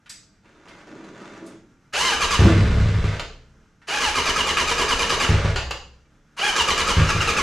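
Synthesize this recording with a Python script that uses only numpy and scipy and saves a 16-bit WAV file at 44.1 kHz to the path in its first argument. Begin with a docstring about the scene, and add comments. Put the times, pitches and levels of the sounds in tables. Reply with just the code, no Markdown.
"""A motorcycle is cranked three times in a small garage and will not stay running.
A switch clicks and the rider shifts in creaking leathers; then the starter gears whine, sagging at every compression.
Each time a few charges fire and boom in the exhaust; twice the engine coasts down and stops with a clack.
Whine: phase-driven tones. Exhaust, bike and switch: decaying modes. Grind, clatter, gas and leather: shaped noise."""
import sys
import numpy as np
from scipy import signal
from scipy.fft import rfft, irfft, next_fast_len
from scipy.io import wavfile
from scipy.ndimage import uniform_filter1d, map_coordinates

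SR = 44100
rng = np.random.default_rng(int(sys.argv[2]) if len(sys.argv) > 2 else 0)


def store_pcm(level_fs):
    """Save levels as 16-bit WAV."""
    pcm = np.round(np.clip(level_fs, -1, 1) * 32767).astype(np.int16)
    wavfile.write(sys.argv[1], SR, np.atleast_2d(pcm).T)


N = 327222
TIME = np.arange(N) / SR

# presses of the starter button: (pressed [s], released [s], crank stops [s], top of first heave [Hz],
# rise to that top [s], strain [dB], extra brush hiss [dB])
ATTEMPTS = [(1.924, 2.39, 3.16, 1056, 0.13, 3, 6.5), (3.869, 5.3, 5.51, 842.4, .082, -0.5, -0.5),
            (6.365, 7.5, 8.2, 838, .094, 4.5, -3)]
# charges that fire: (time [s], relative level [dB], sharpness [dB per octave above 110 Hz])
FIRINGS = [(2.392, 2.5, -6.5), (2.405, 1.5, 2.5), (2.421, -1.5, 5.5), (2.445, -1, 3), (2.46, 0.5, 5.5),
           (3.042, -3.5, -2), (5.291, 1, -4.5), (5.304, -2.5, -2), (5.447, -2, -5.5), (6.968, 0.5, -7.5),
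           (6.981, 0, -5.5), (7.15, -4, -5)]
# starter clutch snatches taking up the crank and as the crank rocks to rest:
# (time [s], level [dB], rattle t60 [s], jolt [dB])
CLACKS = [(1.936, -21.5, 0.28, -53.5), (3.196, -22.5, 0.084, -42), (3.884, -26.5, 0.49, -55.5),
          (5.559, -19.5, 0.21, -26.5), (5.709, -20.5, 0.073, -37), (6.392, -24.5, 0.19, -56)]


def starter(mesh_hz, load):
    """Gear teeth whine and grind, harder under load; the brushes hiss and the engine's innards churn."""
    # noise spectra: (frequency [Hz], relative level [dB])
    gear_spectrum = [(250, -21), (450, 1.5), (750, -13), (1200, 7), (2000, 2.5), (2900, -2), (3600, -8),
                     (5000, -11), (8000, -42.5), (14000, -29.5)]
    brush_spectrum = [(1500, -16.5), (3500, -0.5), (4700, -1), (6500, -4.5), (7600, -11), (8500, -10.5),
                      (10300, -13), (12000, -22.5), (14500, -38.5)]
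    churn_spectrum = [(90, -19), (170, -3), (280, -6.5), (450, 0), (700, -0.5), (1100, -12), (2500, -42.5)]
    gear_gain, brush_gain, churn_gain = drive()

    phase = 2 * np.pi * np.cumsum(mesh_hz * (1 + .004 * wobble(180))) / SR
    rotor = np.cos(phase / 10)  # a ten-tooth pinion, slightly off centre

    grit = noise(gear_spectrum, grain_db=3.5, grain_rate=420)
    grit = grit * (1 + .5 * np.cos(phase)) * (1 + .033 * rotor)
    relative_speed = mesh_hz / 1100
    grind = gear_gain * crankcase(grit, coupling=.47) * relative_speed * (.4 + .34 * load)

    churn = churn_gain * crankcase(noise(churn_spectrum, grain_db=3, grain_rate=120), coupling=.52)
    churn = churn * (.67 + .57 * load)

    hiss = brush_gain * crankcase(noise(brush_spectrum, grain_db=2, grain_rate=600), coupling=.6)
    hiss = hiss * (1 + .2 * rotor) * (.45 + .85 * load)

    # the whine beams straight out of the casing; the grinding fills the room
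    tones = garage(gear_gain * whine(phase, rotor, load), wet_db=-2.5)
    return tones + garage(grind + churn + hiss, wet_db=-1)


def whine(phase, rotor, load):
    """Loaded teeth sing and slack ones chatter; each tone flares as it glides through a casing resonance."""
    # gear tones: (multiple of mesh rate, relative level [dB])
    mesh_tones = [(1, 1), (2, -4), (3, -5), (4, -5), (5, -12), (6, -13), (7, -16), (8, -18)]
    slack = np.clip(1 - 1.6 * load, 0, 1)
    sway = phase + .12 * rotor + (.1 + .42 * slack) * wobble(300)
    teeth = sum(amp(db + 3 * wobble(90)) * np.sin(k * sway) for k, db in mesh_tones)
    # the casing radiates only the middle range well
    teeth = filtered(teeth * (1 + .25 * rotor),
                     lambda f: f ** 8 / (f ** 8 + 770. ** 8) / (1 + (f / 8300) ** 16))
    return crankcase(teeth, coupling=1) * (.33 + .53 * load)


def cranking(count=12):
    """Mesh rate [Hz] and load: a heave from rest, then each compression drags the motor down and frees it."""
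    # mesh rate as teeth engage, after the first heave, running free, and the limit it sags towards
    engage_hz, labour_hz, free_base_hz, loaded_hz = 351, 751.7, 1259, 479.2
    sag_s, bite_s, relief_s = .09, .007, .016  # speed sags; load comes on; load lets go
    slack_load, heave_curve = .08, .78  # load that stays; power of time in the first heave's load
    lift_hz, lift_s = 170.8, .35  # a firing speeds the crank up for a while
    speed_scatter_hz, strain_scatter_db = 14, .43

    knots = []  # (time [s], mesh rate [Hz], load)
    u = np.linspace(0, 1, count)
    for s, _, _, top_hz, rise_s, db, _ in ATTEMPTS:
        span_hz = top_hz - engage_hz
        arc = u * (1 + np.sqrt(abs(top_hz - labour_hz) / span_hz))
        for a in arc:
            knots.append((s + rise_s * a, top_hz - span_hz * (1 - a) ** 2, amp(db) * min(a, 1) ** heave_curve))
        knots.append((s + rise_s * arc[-1] + relief_s, labour_hz, slack_load))

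    for s, drag_s, db in compressions():
        lift = max([np.exp((fired - s) / lift_s) for fired, *_ in FIRINGS if fired < s], default=0)
        free_hz = free_base_hz + lift_hz * lift + rng.normal(0, speed_scatter_hz)
        strain = amp(db + rng.normal(0, strain_scatter_db))

        def sagged_hz(age_s):
            """Mesh rate a given time into the drag."""
            return loaded_hz + (free_hz - loaded_hz) * np.exp(-age_s / sag_s)

        knots.append((s - bite_s / 2, free_hz, 0))
        knots += [(s + bite_s / 2 + age_s, sagged_hz(age_s), strain) for age_s in drag_s * u]
        knots.append((s + drag_s + relief_s, sagged_hz(drag_s + relief_s), slack_load))

    s, hz, load = np.transpose(sorted(knots))
    return uniform_filter1d(np.interp(TIME, s, hz), size=400), np.interp(TIME, s, load)


def compressions():
    """(time [s], drag [s], strain [dB]) of every compression."""
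    # runs of evenly spaced compressions: (first [s], last [s], drag of each [s], strain [dB])
    strokes = [(2.206, 2.308, .04, 4.5), (4.004, 4.004, .088, 3), (4.152, 5.199, .044, 2.5),
               (6.559, 6.56, .056, 4.5), (6.678, 6.872, 0.036, 3.5), (7.088, 7.208, .016, 1.5),
               (7.275, 7.369, 0.025, 3.5)]
    nominal_gap_s = .105
    return [(s, drag_s, db) for first, last, drag_s, db in strokes
            for s in np.linspace(first, last, round((last - first) / nominal_gap_s) + 1)]


def drive():
    """Gains of the gears, the brushes and the engine's churning while the button is held."""
    gear_db, brush_db, churn_db = -24, -33.5, -34  # before load and speed
    attack_s, release_s, churn_rise_s = .01, .033, .23
    extra_hiss_s = .053  # half-width of the extra hiss in the first heave
    gear, brush, churn = np.zeros((3, N))
    for s, released, _, _, rise_s, _, extra_db in ATTEMPTS:
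        held = envelope(s, released, attack_s, release_s)
        gear += amp(gear_db) * held
        bump = np.exp(-((TIME - s - .55 * rise_s) / extra_hiss_s) ** 2)
        brush += amp(brush_db + extra_db * bump) * held
        churn += amp(churn_db) * envelope(s, released, churn_rise_s, release_s)
    return gear, brush, churn


def crankcase(x, coupling):
    """The casing rings at its own frequencies, more so the more firmly it is driven; rms 1."""
    # resonances and the dips between them: (centre [Hz], width [Hz], lift at coupling 1 [dB])
    case_modes = [(430, 40, 9), (860, 90, 4), (965, 50, 3), (1185, 80, 6), (1320, 50, 2), (1650, 170, 7),
                  (1950, 170, -4), (2408, 60, 7), (2890, 220, 12), (3450, 500, -6), (6300, 220, 8),
                  (7380, 250, 8), (10100, 500, 5)]
    return unit(filtered(x, lambda f: np.prod(
        [1 + (amp(coupling * db) - 1) * resonance(f, hz, width_hz) for hz, width_hz, db in case_modes], axis=0)))


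def exhaust(pulses):
    """Every firing rings the pipe, a sharp one more in its upper modes."""
    # exhaust system modes: (frequency [Hz], relative level [dB], t60 [s])
    pipe_modes = [(29.7, -10, 0.93), (63.96, -10, 1), (80.3, -1, 0.26), (99.5, 2.5, 0.28),
                  (121.14, -19, 0.95), (154.3, -3, 0.33), (227.5, -13, 0.34), (282, -2, 0.027),
                  (347, -9, 0.088)]
    out, t = np.zeros(N), np.arange(SR * 3 // 4) / SR
    for s, db, sharp_db in pulses:
        ring = 0
        for hz, level_db, t60_s in pipe_modes:
            mode_db = level_db + sharp_db * np.log2(max(hz / 110, 1)) + rng.normal(0, 1)
            ring = ring + amp(mode_db - 60 * t / t60_s) * np.cos(2 * np.pi * hz * t)
        add(out, s, amp(db - 13) * ring * (1 - np.exp(-t / .0021)))
    return out


def exhaust_pulses(count=2):
    """Firings, the softer puffs that follow each, and the beat of the engine running on."""
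    # the first catch runs on, quickening a little, then slowing at the end:
    # (time [s], puff rate [1/s], relative level [dB], sharpness [dB/octave])
    run_on = [(2.518, 31, -3.5, -0.5), (2.751, 32, -4, -3.5), (2.861, 35, -2, -12), (2.99, 28, -7.5, -9)]
    gap_s, loss_db, puff_sharp_db = .04, 11, -6  # puff spacing, loss per puff, sharpness
    scatter_s, scatter_db = .00207, 1.5

    puffs = [(s + k * gap_s, db - k * loss_db, puff_sharp_db)
             for s, db, _ in FIRINGS for k in range(1, count + 1)]
    when, rate, level_db, sharp_db = np.transpose(run_on)
    beats = np.cumsum(np.interp(TIME, when, rate, left=0, right=0)) / SR
    beat_times = TIME[np.flatnonzero(np.diff(np.ceil(beats)))]
    puffs += [(s, np.interp(s, when, level_db), np.interp(s, when, sharp_db)) for s in beat_times]
    return list(FIRINGS) + [(s + rng.normal(0, scatter_s), db + rng.normal(0, scatter_db), sharp)
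                            for s, db, sharp in puffs]


def gas(pulses):
    """Burnt gas rasps out of the silencer after each firing, most after the sharp ones."""
    burst, t = np.zeros(N), np.arange(SR // 4) / SR
    for s, db, sharp_db in pulses:
        add(burst, s, amp(db + 1.2 * sharp_db - 23.5 - 60 * t / .15))
    return burst * noise([(60, -11.5), (150, 14.5), (330, 6.5), (550, -38.5), (1200, -21), (4000, -45)])


def engine():
    """Valve gear and chain clatter after firings and in the coast; the clutch clacks on grabbing or stopping."""
    # noise spectra: (frequency [Hz], relative level [dB])
    clatter_spectrum = [(240, -31), (400, -7), (438, -2), (839, -13.5), (1210, -8), (1320, -8.5),
                        (1580, -10), (3750, -18.5), (7760, -31), (12400, -53), (14900, -63.5)]
    clutch_spectrum = [(260, -13.5), (450, 0), (1270, -0.5), (2320, -6.5), (2890, 2), (3390, -10),
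                       (4700, -5.5), (5580, -17.5), (7260, -11.5), (8160, -28), (9590, -27.5),
                       (14900, -59.5)]
    coast_db, fade_db_per_s, kick_db, kick_t60_s = -30, 7.5, -26.5, .6

    coasting = sum(envelope(released, stop, .01, .015) * amp(-fade_db_per_s * (TIME - released))
                   for _, released, stop, *_ in ATTEMPTS)
    level = np.hypot(amp(coast_db) * coasting, amp(kick_db) * surges(FIRINGS, kick_t60_s))
    clatter = level * crankcase(noise(clatter_spectrum, grain_db=2.5, grain_rate=400), coupling=.11)

    snatch, t = np.zeros(N), np.arange(SR // 3) / SR
    for s, db, t60_s, _ in CLACKS:
        add(snatch, s, amp(db - 60 * t / t60_s))
    return clatter + snatch * noise(clutch_spectrum, grain_db=-.5, grain_rate=230)


def shudder():
    """Each compression rocks the whole bike with a dull thud."""
    # frame rocking on its springs and tyres: (frequency [Hz], relative level [dB], t60 [s])
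    frame_modes = [(31, -41.5, 0.83), (74.4, -24.5, 0.14)]
    thud_share = .695  # how far into a compression the bike rocks
    out, t = np.zeros(N), np.arange(SR // 2) / SR
    for s, drag_s, db in compressions():
        thud = sum(amp(level_db + db + rng.normal(0, 1) - 60 * t / t60_s) * np.sin(2 * np.pi * hz * t)
                   for hz, level_db, t60_s in frame_modes)
        add(out, s + thud_share * drag_s, 2 * thud * (1 - np.exp(-t / .039)))
    return out


def rumble():
    """The bike trembles while the crank turns and is jolted by firings and clacks."""
    turning_db, rise_s, fall_s = -36, .26, .08
    firing_jolt_db, jolt_t60_s = -52, .66
    turning = sum(envelope(s, stop, rise_s, fall_s) for s, _, stop, *_ in ATTEMPTS)
    jolts = [(s, db + firing_jolt_db) for s, db, _ in FIRINGS] + [(s, db) for s, _, _, db in CLACKS]
    level = np.hypot(amp(turning_db) * turning, surges(jolts, jolt_t60_s))
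    return level * noise([(18, -6), (30, 0), (45, -8), (62, -6), (95, -16), (150, -24), (400, -70)],
                         grain_db=2, grain_rate=12)


def rider():
    """Leathers rub on the seat and crinkle; small handlebar controls click."""
    # shifts of weight: (time [s], length [s], seat rub [dB], leather [dB])
    shifts = [(0.423, 0.29, -58.5, -57.5), (0.64, 0.19, -54.5, -51.5), (0.854, 0.25, -44.5, -49.5),
              (1.133, 0.21, -46.5, -47.5), (1.32, 0.19, -45.5, -52.5)]
    # noise spectra: (frequency [Hz], relative level [dB])
    seat_spectrum = [(65, -45), (110, -11), (270, -2), (374, -4.5), (453, -8.5), (650, -15), (900, -23.5),
                     (1170, -32), (1980, -120)]
    leather_spectrum = [(350, -23.5), (600, -9.5), (891, -10.5), (1360, -7), (1820, -12.5), (5570, -27.5),
                        (6610, -25), (12400, -52), (14000, -68)]
    # small controls: (time [s], relative level [dB], pitch [Hz])
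    control_clicks = [(0.058, -37.5, 1790), (0.093, -31, 5800), (0.098, -35, 1960), (0.452, -46, 1540),
                      (0.681, -37.5, 2500), (1.46, -44, 6600), (3.815, -40, 1380), (6.05, -54.5, 1490)]
    attack_s, release_s = .026, .053

    rub, crinkle = sum(amp([[seat_db], [leather_db]]) * envelope(s, s + length_s, attack_s, release_s)
                       for s, length_s, seat_db, leather_db in shifts)
    out = rub * noise(seat_spectrum, grain_db=3, grain_rate=82)
    out += crinkle * noise(leather_spectrum, grain_db=4, grain_rate=300)

    t = np.arange(SR // 8) / SR
    for s, db, hz in control_clicks:
        tick = np.zeros(N)
        decay = amp(db + 10 - 60 * t / .086) * (1 - np.exp(-t / .0066))
        add(tick, s, decay * rng.standard_normal(len(t)))
        out += filtered(tick, lambda f: resonance(f, hz, hz * 1.15) ** 2 / (1 + (f / 11500) ** 8))
    return out


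def switch():
    """The switch's metal rings on, short and bright, after its click."""
    # ring modes: (frequency [Hz], relative level [dB], t60 [s])
    ring_modes = [(4732, -0.5, 0.1), (7660, -12, 0.37), (7843, -4.5, 0.23), (7989, -12.5, 0.3),
                  (11070, -21.5, 0.47)]
    start_s, level_db = .096, -44  # level: rms of the first 20 ms
    out, t = np.zeros(N), np.arange(SR // 2) / SR
    ring = sum(amp(db - 60 * t / t60_s) * np.sin(2 * np.pi * hz * t) for hz, db, t60_s in ring_modes)
    add(out, start_s, amp(level_db) * ring / np.sqrt(np.mean(ring[:SR // 50] ** 2)))
    return out


def background_hiss():
    """Faint, slowly fluctuating broadband noise."""
    # noise spectrum: (frequency [Hz], relative level [dB])
    hiss_spectrum = [(12, -46), (20, 4.5), (108, -3.5), (216, -0.5), (336, -9), (568, -14.5), (962, -18),
                     (1040, -17), (1460, -11.5), (2030, -19), (2830, -23.5), (4050, -27.5), (4400, -30),
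                     (5970, -25), (14900, -51.5)]
    return amp(-59.5) * noise(hiss_spectrum, grain_db=1, grain_rate=14)


def garage(x, wet_db):
    """Close walls: a short decaying-noise tail, spread to stereo by mid and side."""
    # decay: (frequency [Hz], t60 [s])
    decay_points = [(150, 0.94), (600, 0.4), (2000, 0.41), (6000, 0.49), (12000, 0.24)]
    # stereo width: (frequency [Hz], relative side level [dB])
    width_points = [(100, -10), (600, -42), (1300, -5), (3000, -3), (6000, -3), (8500, -3.5), (13000, 0.5)]
    hz, t, z = signal.stft(rng.standard_normal((2, SR * 2 // 3)), SR, nperseg=256)
    t60_s = along(decay_points, hz)[:, None]
    tails = signal.istft(z * amp(-60 * t / t60_s) * np.minimum(t / .002, 1), SR, nperseg=256)[1]
    mid, side = signal.fftconvolve(x[None], tails / np.linalg.norm(tails[0]), axes=1)[:, :N]
    mid = (x + amp(wet_db) * mid) / np.hypot(1, amp(wet_db))
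    side = filtered(side, lambda f: amp(along(width_points, f) - 7.5))
    return np.array([mid + side, mid - side])


def amp(db):
    """Decibels to gain."""
    return 10 ** (np.asarray(db) / 20)


def unit(x):
    """Scale to rms 1."""
    return x / np.sqrt(np.mean(x ** 2) + 1e-20)


def along(points, hz):
    """(frequency [Hz], value) points read on a log frequency axis."""
    f, v = np.transpose(points)
    return np.interp(np.log(hz + 1), np.log(f + 1), v)


def wobble(rate):
    """A smooth random curve, rate knots a second."""
    return map_coordinates(rng.standard_normal(int(N * rate / SR) + 4), [TIME * rate])


def filtered(x, response):
    """x times a response of frequency [Hz]."""
    m = next_fast_len(N + SR // 2)
    return irfft(rfft(x, m) * response(np.fft.rfftfreq(m, 1 / SR)), m)[..., :N]


def noise(spectrum, grain_db=0, grain_rate=500):
    """Coloured noise of rms 1, clumped into grains."""
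    grains = rng.standard_normal(N) * amp(grain_db * wobble(grain_rate))
    return unit(filtered(grains, lambda f: amp(along(spectrum, f))))


def add(track, s, sound):
    """Mix a sound in at time s."""
    part = track[round(s * SR):][:len(sound)]
    part += sound[:len(part)]


def resonance(f, hz, width_hz):
    """Response of one damped mode."""
    return 1j * f * width_hz / (hz * hz - f * f + 1j * f * width_hz)


def envelope(start, end, attack_s, release_s):
    """Rise from start, hold until end, die away."""
    rise = 1 - np.exp(-np.maximum(TIME - start, 0) / attack_s)
    return rise * np.exp(-np.maximum(TIME - end, 0) / release_s)


def surges(events, t60_s):
    """A gain that jumps at each (time [s], level [dB]) and dies away; overlapping ones add in power."""
    power, t = np.zeros(N), np.arange(SR) / SR
    for s, db, *_ in events:
        add(power, s, amp(db - 60 * t / t60_s) ** 2)
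    return np.sqrt(power)


def scene():
    """The bike and its rider in the garage, over a faint background hiss."""
    pulses = exhaust_pulses()
    rest = garage(engine() + gas(pulses) + rider() + switch(), wet_db=-1)
    hiss = garage(background_hiss(), wet_db=-3)
    balance = amp([[-.2], [.2]])  # left, right
    return (starter(*cranking()) + rest + hiss) * balance + exhaust(pulses) + shudder() + rumble()


def record(dry):
    """Round off the highest peaks, then drop the deepest bass and everything above the band limit."""
    top_hz, bass_hz = 14500, 18
    rounded = dry / (1 + np.abs(dry / .75) ** 6) ** (1 / 6)
    return filtered(rounded, lambda f: (f < top_hz) * 1j * f / (1j * f + bass_hz))


dry = scene()
out = record(dry)
store_pcm(out)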